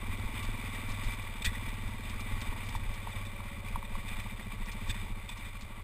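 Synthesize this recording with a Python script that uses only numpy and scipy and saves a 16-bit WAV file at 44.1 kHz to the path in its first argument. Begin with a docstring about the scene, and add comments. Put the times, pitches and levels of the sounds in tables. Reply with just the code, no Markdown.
"""Motorcycle on a stony track

A single-cylinder four-stroke trickles along a mountain track, easing off as it goes. Each firing
thumps in the exhaust, the valve gear chatters, gravel crunches, stones snap and knock, and loose
parts clatter over bumps. A small on-board camera hears it through its ringing case, shaken by
the ride, and samples it coarsely."""
import sys
import numpy as np
from scipy import signal
from scipy.fft import rfft, irfft
from scipy.io import wavfile
from scipy.ndimage import uniform_filter1d, map_coordinates

SR = 44100
rng = np.random.default_rng(int(sys.argv[2]) if len(sys.argv) > 2 else 0)


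def log_audio(samples):
    """Write samples as a 16-bit WAV file to the path given in sys.argv[1]."""
    # one column per channel
    frames = np.atleast_2d(samples).T
    # limit to full scale, then quantise
    limited = np.clip(frames, -1, 1)
    pcm = np.round(limited * 32767).astype(np.int16)
    wavfile.write(sys.argv[1], SR, pcm)


N = 257103

# valve gear knocks in one engine cycle: share_of_cycle after the firing, level_db
VALVE_GEAR = [(.08, -1), (.25, -1.5), (.52, -9), (.79, 0)]
# resonances of the camera case: pitch_hz, width_hz, lift_db
CASE_MODES = [(432, 37, 2.5), (597, 65, 3), (890.5, 81, 8.5), (956, 34, 6.5), (1129, 123, 11),
              (1894, 31, 8.5), (1984, 85, 9), (2087, 136, 8), (2339, 208, 14.5), (2500, 210, 2.5),
              (2920, 26, 6), (3440, 320, 4.5), (3628, 213, 9), (3910, 160, 1.5), (4797, 59, 8)]
# bright spectrum of cracks and pebble ticks: frequency_hz, gain_db
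CRACK_COLOUR = [(300, -28), (1400, -7), (2000, 6), (3000, 10), (4500, 7.5), (5400, 7.5), (6200, -21.5)]
# wheels dropping over rocks: centre_s, level_db
ROCKS = [(0.099, -27), (0.202, -30), (0.261, -24), (0.49, -30), (0.91, -25.5), (1.069, -23.5), (1.478, -21),
         (1.675, -30), (1.86, -29.5), (2.142, -28), (2.337, -29), (2.493, -21.5), (2.762, -23.5),
         (2.83, -30), (2.893, -28), (3.165, -29), (3.749, -27.5), (3.952, -28), (4.138, -27.5),
         (4.192, -30.5), (4.62, -33), (4.841, -34), (4.898, -26), (5.044, -29), (5.124, -28.5)]


def undb(db):
    """Decibels to gain."""
    return 10 ** (np.asarray(db) / 20)


def level(x, db):
    """The sound at a given rms level."""
    return x * undb(db) / np.sqrt(np.mean(x ** 2))


def even(x, window_s):
    """Irons out the slow swells of a rumble, leaving its rms near 1."""
    k = int(window_s * SR)
    return x / np.sqrt(uniform_filter1d(uniform_filter1d(x ** 2, k), k))


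def curve(points):
    """Joins (time_s, value) points into a value per sample."""
    return np.interp(np.arange(N) / SR, *np.transpose(points))


def ring(x, *bands):
    """Resonances in series, each (pitch_hz, width_hz) with gain 1 at its centre."""
    for hz, width_hz in bands:
        x = signal.lfilter(*signal.iirpeak(hz, hz / width_hz, fs=SR), x)
    return x


def colour(x, points=None, modes=(), size=4096):
    """Minimum-phase filter from a smooth spectrum and resonant peaks."""
    f = np.maximum(np.arange(size // 2 + 1) * SR / size, 1)
    db = np.zeros(len(f))
    if points is not None:
        point_hz, point_db = np.transpose(points)
        db += np.interp(np.log(f), np.log(point_hz), point_db)
    for hz, width, lift in modes:
        db += lift / (1 + (2 * (f - hz) / width) ** 2)
    cepstrum = irfft(np.log(undb(db)))[:size // 2]
    cepstrum[1:] *= 2
    return signal.fftconvolve(x, irfft(np.exp(rfft(cepstrum, size))))[:N]


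def wander(rate_hz):
    """Smooth random drift with a spread near 1."""
    k = int(SR / rate_hz)
    held = rng.standard_normal(N)[np.arange(N) // k]
    return level(uniform_filter1d(held, k), 0)


def fade(x, decay_s):
    """Gives every impulse an exponential tail."""
    return signal.lfilter([1], [1, -np.exp(-1 / (decay_s * SR))], x)


def strikes(cycle, scatter_db):
    """One impulse for each whole cycle, its size spread by scatter_db."""
    impulses = np.diff(np.floor(cycle), prepend=np.floor(cycle[0]))
    return impulses * undb(scatter_db * rng.standard_normal(N))


def grains(per_s, scatter_db, decay_s):
    """Random tiny impacts, each a quickly dying puff of noise."""
    hits = (rng.random(N) < per_s / SR) * undb(scatter_db * np.clip(rng.standard_normal(N), -2, 2))
    return level(np.sqrt(fade(hits ** 2, decay_s)) * rng.standard_normal(N), 0)


def bursts(events, tail_s):
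    """Envelope of short events that start at once, hold and die away."""
    envelope = np.zeros(N)
    for start_s, db, hold_s in events:
        start = int(start_s * SR)
        age = np.arange(min(N - start, SR // 5)) / SR
        envelope[start:start + len(age)] += undb(db) * np.exp(-np.maximum(age - hold_s, 0) / tail_s)
    return envelope


def exhaust(firings, firing_hz):
    """Each firing rings the silencer: a round putt at low revs, a harder bark under load."""
    load = (firing_hz / firing_hz.max()) ** 4
    # off load the gas leaves gently, so the putt starts early and swells
    early = np.roll(firings, -int(0.00663 * SR))
    putt = level(ring(early, (202, 67), (199, 62), (206.5, 75)), 0)
    thump = level(ring(firings, (220.7, 45.3), (255, 100)), 0)
    bark = level(ring(firings, (360, 146), (350, 290)), -15.5)
    return level((1 - load) * putt + load * (thump + bark), 0.24)


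def low_boom(firings):
    """A low boom near 100 Hz rings just after each firing, over a rumble of random jolts."""
    late = np.roll(firings, int(0.00863 * SR))
    boom = level(ring(late, (96.1, 9.7), (106, 29)), -1.8)
    jolts = even(ring(rng.standard_normal(N), (89, 29), (100.6, 39)), window_s=0.4)
    return boom + undb(-5.5) * jolts


def puffs(cycle, decay_cycles=0.35):
    """A soft puff of gas leaves the silencer with each firing."""
    gas = ring(rng.standard_normal(N), (350, 360), (350, 360))
    return level(gas * np.exp(-(cycle % 1) / decay_cycles), -12.5)


def chatter(cycle):
    """Valves and piston tick at fixed points of the cycle over the whirr of chain and gears."""
    # spectra of the ticks and of the whirr: frequency_hz, gain_db
    tick_colour = [(200, -6.5), (700, -3), (1400, -4), (1750, -3.5), (2800, -10.5), (3600, -8.5),
                   (4500, -14.5), (6000, -23.5)]
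    whirr_colour = [(100, -4), (300, -2), (750, -4), (1400, -4), (1750, -9.5), (2800, -10), (4500, -18.5),
                    (6000, -31.5)]
    hits = sum(undb(db) * strikes(cycle - share, scatter_db=0) for share, db in VALVE_GEAR)
    ticks = fade(hits, decay_s=0.0075) * rng.standard_normal(N)
    ticking = level(colour(ticks, tick_colour, CASE_MODES), -3.4)
    whirr = grains(per_s=500, scatter_db=1.5, decay_s=0.0028)
    return ticking + level(colour(whirr, whirr_colour, CASE_MODES), -0.29)


def gravel(cycle):
    """Stones grind under the tyres in uneven patches; the engine's knocks pulse the rattle."""
    # spectrum of the crunch: frequency_hz, gain_db
    crunch_colour = [(200, -16), (700, -1), (1400, 3), (1750, 1.5), (2800, 2.5), (3500, 0), (4400, -8.5),
                     (5200, -5), (5800, -53), (6600, -25.5)]
    crunch = grains(per_s=340, scatter_db=3.5, decay_s=0.0047) + undb(1) * rng.standard_normal(N)
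    # each knock of the valve gear shakes the case for a moment
    throb_db = 3 * sum(undb(db) * np.exp(-((cycle - share) % 1) / 0.12) for share, db in VALVE_GEAR)
    patches_db = 2.34 * wander(rate_hz=28)
    grinding = level(colour(crunch * undb(throb_db + patches_db), crunch_colour, CASE_MODES), 0.72)
    # single pebbles tick through the air, brighter than what comes through the case
    pebbles = grains(per_s=42, scatter_db=3, decay_s=0.00099)
    return grinding + level(colour(pebbles, CRACK_COLOUR), -24)


def bumps(contact_s=0.012, spring_hz=25.5, swing_s=0.028):
    """Each rock pushes the frame softly; the suspension dips before and after, and a low boom rings."""
    hits = np.zeros(N)
    for centre_s, db in ROCKS:
        hits[int(centre_s * SR)] += undb(db)
    lag = np.arange(-SR // 10, SR // 10) / SR
    swing = np.cos(2 * np.pi * spring_hz * lag) * np.exp(-(lag / swing_s) ** 2)
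    sway = signal.fftconvolve(hits, swing - swing.mean(), "same")
    pushes = signal.fftconvolve(hits, np.hanning(int(contact_s * SR)), "same")
    return 0.5 * (sway + pushes) + undb(4.5) * ring(pushes, (100, 17))


def clatters():
    """Loose metal and plastic parts buzz densely over bumps and ring on for a moment."""
    # each rattle: start_s, relative_db, hold_s, brightness_db_per_octave
    rattles = [(0.746, -46, .019, -6), (1.42, -41.5, 0.0057, 11), (1.446, -31, 0.015, 3.5),
               (1.458, -37.5, 0.0091, -6), (1.471, -41.5, 0.025, -6), (1.541, -47.5, 0.028, -11),
               (1.685, -49, 0.011, 0), (2.742, -48, 0.024, -2), (3.114, -50, .015, 5),
               (3.25, -49.5, .018, 2), (3.675, -48.5, 0.015, 5.5), (3.843, -49, 0.0091, 0),
               (4.085, -39, 0.0052, 0.5), (4.196, -41.5, 0.0074, -10), (4.392, -50, .008, -12),
               (4.671, -48, 0.022, -8), (4.873, -49, .014, 1), (4.892, -36.5, 0.017, 1.5),
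               (4.943, -42.5, 0.011, -2), (5.289, -46, 0.012, 9), (5.31, -48.5, .022, -8),
               (5.443, -51.5, 0.023, -5)]
    # spectrum of the parts scraping: frequency_hz, gain_db
    scrape_colour = [(200, -39), (1500, -15), (1800, -6), (2350, 6.5), (2800, 8.5), (3600, 12.5),
                     (4700, 1.5), (5400, 10), (6200, -41)]
    # resonances of the parts: pitch_hz, width_hz, relative_db
    part_modes = [(1931, 91, 0.5), (2468, 34, -4), (3340, 87, -15.5), (3507, 51, -3.5), (4460, 28, -50)]
    buzz = rng.standard_normal(N) * undb(2 * wander(rate_hz=500))

    def force(hz):
        """The push at one pitch: harder contacts favour the high modes."""
        events = [(s, db + tilt * np.log2(hz / 2700), hold_s) for s, db, hold_s, tilt in rattles]
        return buzz * bursts(events, tail_s=0.0035)

    scrape = colour(force(5040), scrape_colour, CASE_MODES)
    scrape /= np.std(colour(buzz, scrape_colour, CASE_MODES))
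    ringing = sum(undb(db) * ring(force(hz), (hz, width)) / np.std(ring(buzz, (hz, width)))
                  for hz, width, db in part_modes)
    return undb(-7) * scrape + undb(-5) * ringing


def cracks():
    """Sharp, bright cracks with a dry crunch: snapping stones and the hard edge of the loudest clanks."""
    # each crack: start_s, level_db, hold_s
    events = [(0.427, -52, 0.025), (0.883, -51.5, 0.036), (1.036, -50.5, 0.038), (1.102, -56, .047),
              (1.221, -56, .006), (1.446, -34.5, 0.014), (2.096, -51, 0.0083), (2.201, -50, .012),
              (2.406, -47.5, 0.013), (2.645, -54, 0.024), (2.688, -50, .008), (2.75, -55, .015),
              (2.94, -50.5, 0.011), (4.081, -52, .003), (4.658, -54, 0.0045), (4.717, -48, 0.006),
              (4.889, -45, 0.022), (5.291, -53, .008), (5.371, -53, .013), (5.61, -48.5, 0.012)]
    chips = grains(per_s=700, scatter_db=4.5, decay_s=0.0012)
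    crunch = level(colour(chips, CRACK_COLOUR), 0) * bursts(events, tail_s=0.0077)
    attacks = bursts([(start_s, db, 0) for start_s, db, _ in events], tail_s=0.00094)
    crack = level(colour(rng.standard_normal(N), CRACK_COLOUR), 2.3) * attacks
    return crunch + crack


def knocks():
    """Flung stones hit the underside with a dull, damped knock; the camera case rings faintly after."""
    # each flung stone: start_s, relative_db, pitch_hz
    stones = [(2.525, -38, 1010), (2.561, -39, 874), (2.751, -28.5, 946), (3.072, -32.5, 890),
              (3.403, -36.5, 1000), (3.758, -26, 986), (3.827, -37.5, 990), (3.953, -33, 1010),
              (4.262, -37, 890), (4.41, -41, 725), (4.944, -39.5, 1000), (5.294, -39.5, 960)]
    hits, size = np.zeros(N), 2048
    for start_s, db, hz in stones:
        start = int(start_s * SR)
        knock = ring(signal.unit_impulse(size), (hz, 280), (hz, 460), (hz, 1200))
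        hits[start:start + size] += undb(db) * knock / np.abs(knock).max()
    return undb(-10) * hits + undb(-7) * colour(hits, modes=CASE_MODES)


def shaking(rock_lift_db=3, reach_s=0.068):
    """Jolts and air buffet the camera with a deep rumble, stronger on the rough ground near each rock."""
    # spectrum of the rumble: frequency_hz, gain_db
    rumble_colour = [(8, -25.5), (18, -4), (26, 1), (36, -5), (50, -16.5), (70, -15.5), (120, -31),
                     (160, -32), (270, -32), (600, -64)]
    rumble = even(colour(rng.standard_normal(N), rumble_colour, size=16384), window_s=0.052)
    t = np.arange(N) / SR
    near_rock = np.max([np.exp(-((t - centre_s) / reach_s) ** 2) for centre_s, _ in ROCKS], axis=0)
    return rumble * undb(rock_lift_db * near_rock)


def chain_drive(coast_from_s=2.87, coast_to_s=3.98, fade_s=0.33, lift_db=8.5):
    """The chain's wavering drone swells as the bike coasts, alongside a faint, thin whine."""
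    coasting = curve([(coast_from_s - fade_s, 0), (coast_from_s, 1),
                      (coast_to_s, 1), (coast_to_s + fade_s, 0)])
    drone = level(ring(rng.standard_normal(N), (566, 22.5), (552, 58)), -70)
    whine = level(ring(rng.standard_normal(N), (4236, 24), (4236, 50)), -77)
    return drone * undb(lift_db * coasting) + whine


def scene():
    """Engine speed, throttle and the roughness of the track ride the levels of the running layers."""
    # engine speed: time_s, firing_hz
    speed = [(0.0, 18.75), (0.55, 20.33), (1.15, 20.02), (1.3, 17.0), (1.55, 19.08), (2.0, 18.65),
             (2.4, 19.11), (2.8, 18.37), (3.0, 16.06), (3.3, 16.64), (3.7, 15.16), (4.2, 14.35),
             (4.6, 13.97), (4.85, 14.26), (5.15, 14.31), (5.55, 12.14), (5.83, 14.58)]
    # throttle, as the level of the exhaust: time_s, level_db
    throttle = [(0, -48.5), (0.45, -50), (0.75, -51.5), (1.07, -49.6), (1.23, -55.1), (1.42, -50),
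                (2.55, -50), (2.92, -54), (3.5, -51.0), (5.08, -49), (5.28, -55.5), (5.83, -55.5)]
    # how hard the tyres work the gravel: time_s, level_db
    roughness = [(0, -46.5), (0.5, -46), (1.1, -49), (1.3, -47.5), (1.55, -47.5), (1.95, -50),
                 (2.35, -45.5), (2.95, -50.5), (3.7, -52.5), (4.15, -48.5), (4.45, -50), (4.9, -47.5),
                 (5.2, -55.5), (5.35, -51.5), (5.6, -55), (5.83, -59)]
    firing_hz, throttle_db, crunch_db = curve(speed), curve(throttle), curve(roughness)
    cruise_hz, cruise_crunch_db = 18, -49
    cycle = 0.5 + np.cumsum(firing_hz) / SR
    firings = strikes(cycle, scatter_db=0.03)

    rev_octaves = np.log2(firing_hz / cruise_hz)
    effort_db = throttle_db - throttle_db.mean()
    boom_db = -44.5 + 3.5 * rev_octaves + 0.47 * effort_db
    puff_db = throttle_db.mean() + 1.65 * effort_db
    chatter_db = -51 + 6.5 * rev_octaves
    shake_db = -41 + 0.29 * (crunch_db - cruise_crunch_db)

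    engine = exhaust(firings, firing_hz) * undb(throttle_db)
    engine += low_boom(firings) * undb(boom_db)
    engine += puffs(cycle) * undb(puff_db)
    mechanics = chatter(cycle) * undb(chatter_db) + chain_drive()
    track = gravel(cycle) * undb(crunch_db) + bumps() + clatters() + cracks() + knocks()
    return (engine + mechanics + track + shaking() * undb(shake_db))[None]


def record(dry):
    """The camera samples slowly and holds each value, which mirrors the sound into a gritty treble."""
    camera_hz, cutoff_hz, oversample = 11508, 14700, 4
    instants = np.arange(0, N, SR / camera_hz)
    samples = map_coordinates(dry[0], [instants], order=3, mode="nearest")
    stairs = samples[(np.arange(N * oversample) * camera_hz / (SR * oversample)).astype(int)]
    held = signal.resample_poly(stairs, 1, oversample)
    lowpass = signal.ellip(10, 0.2, 80, cutoff_hz, fs=SR, output="sos")
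    return signal.sosfilt(lowpass, held)[None]


dry = scene()
out = record(dry)
log_audio(out)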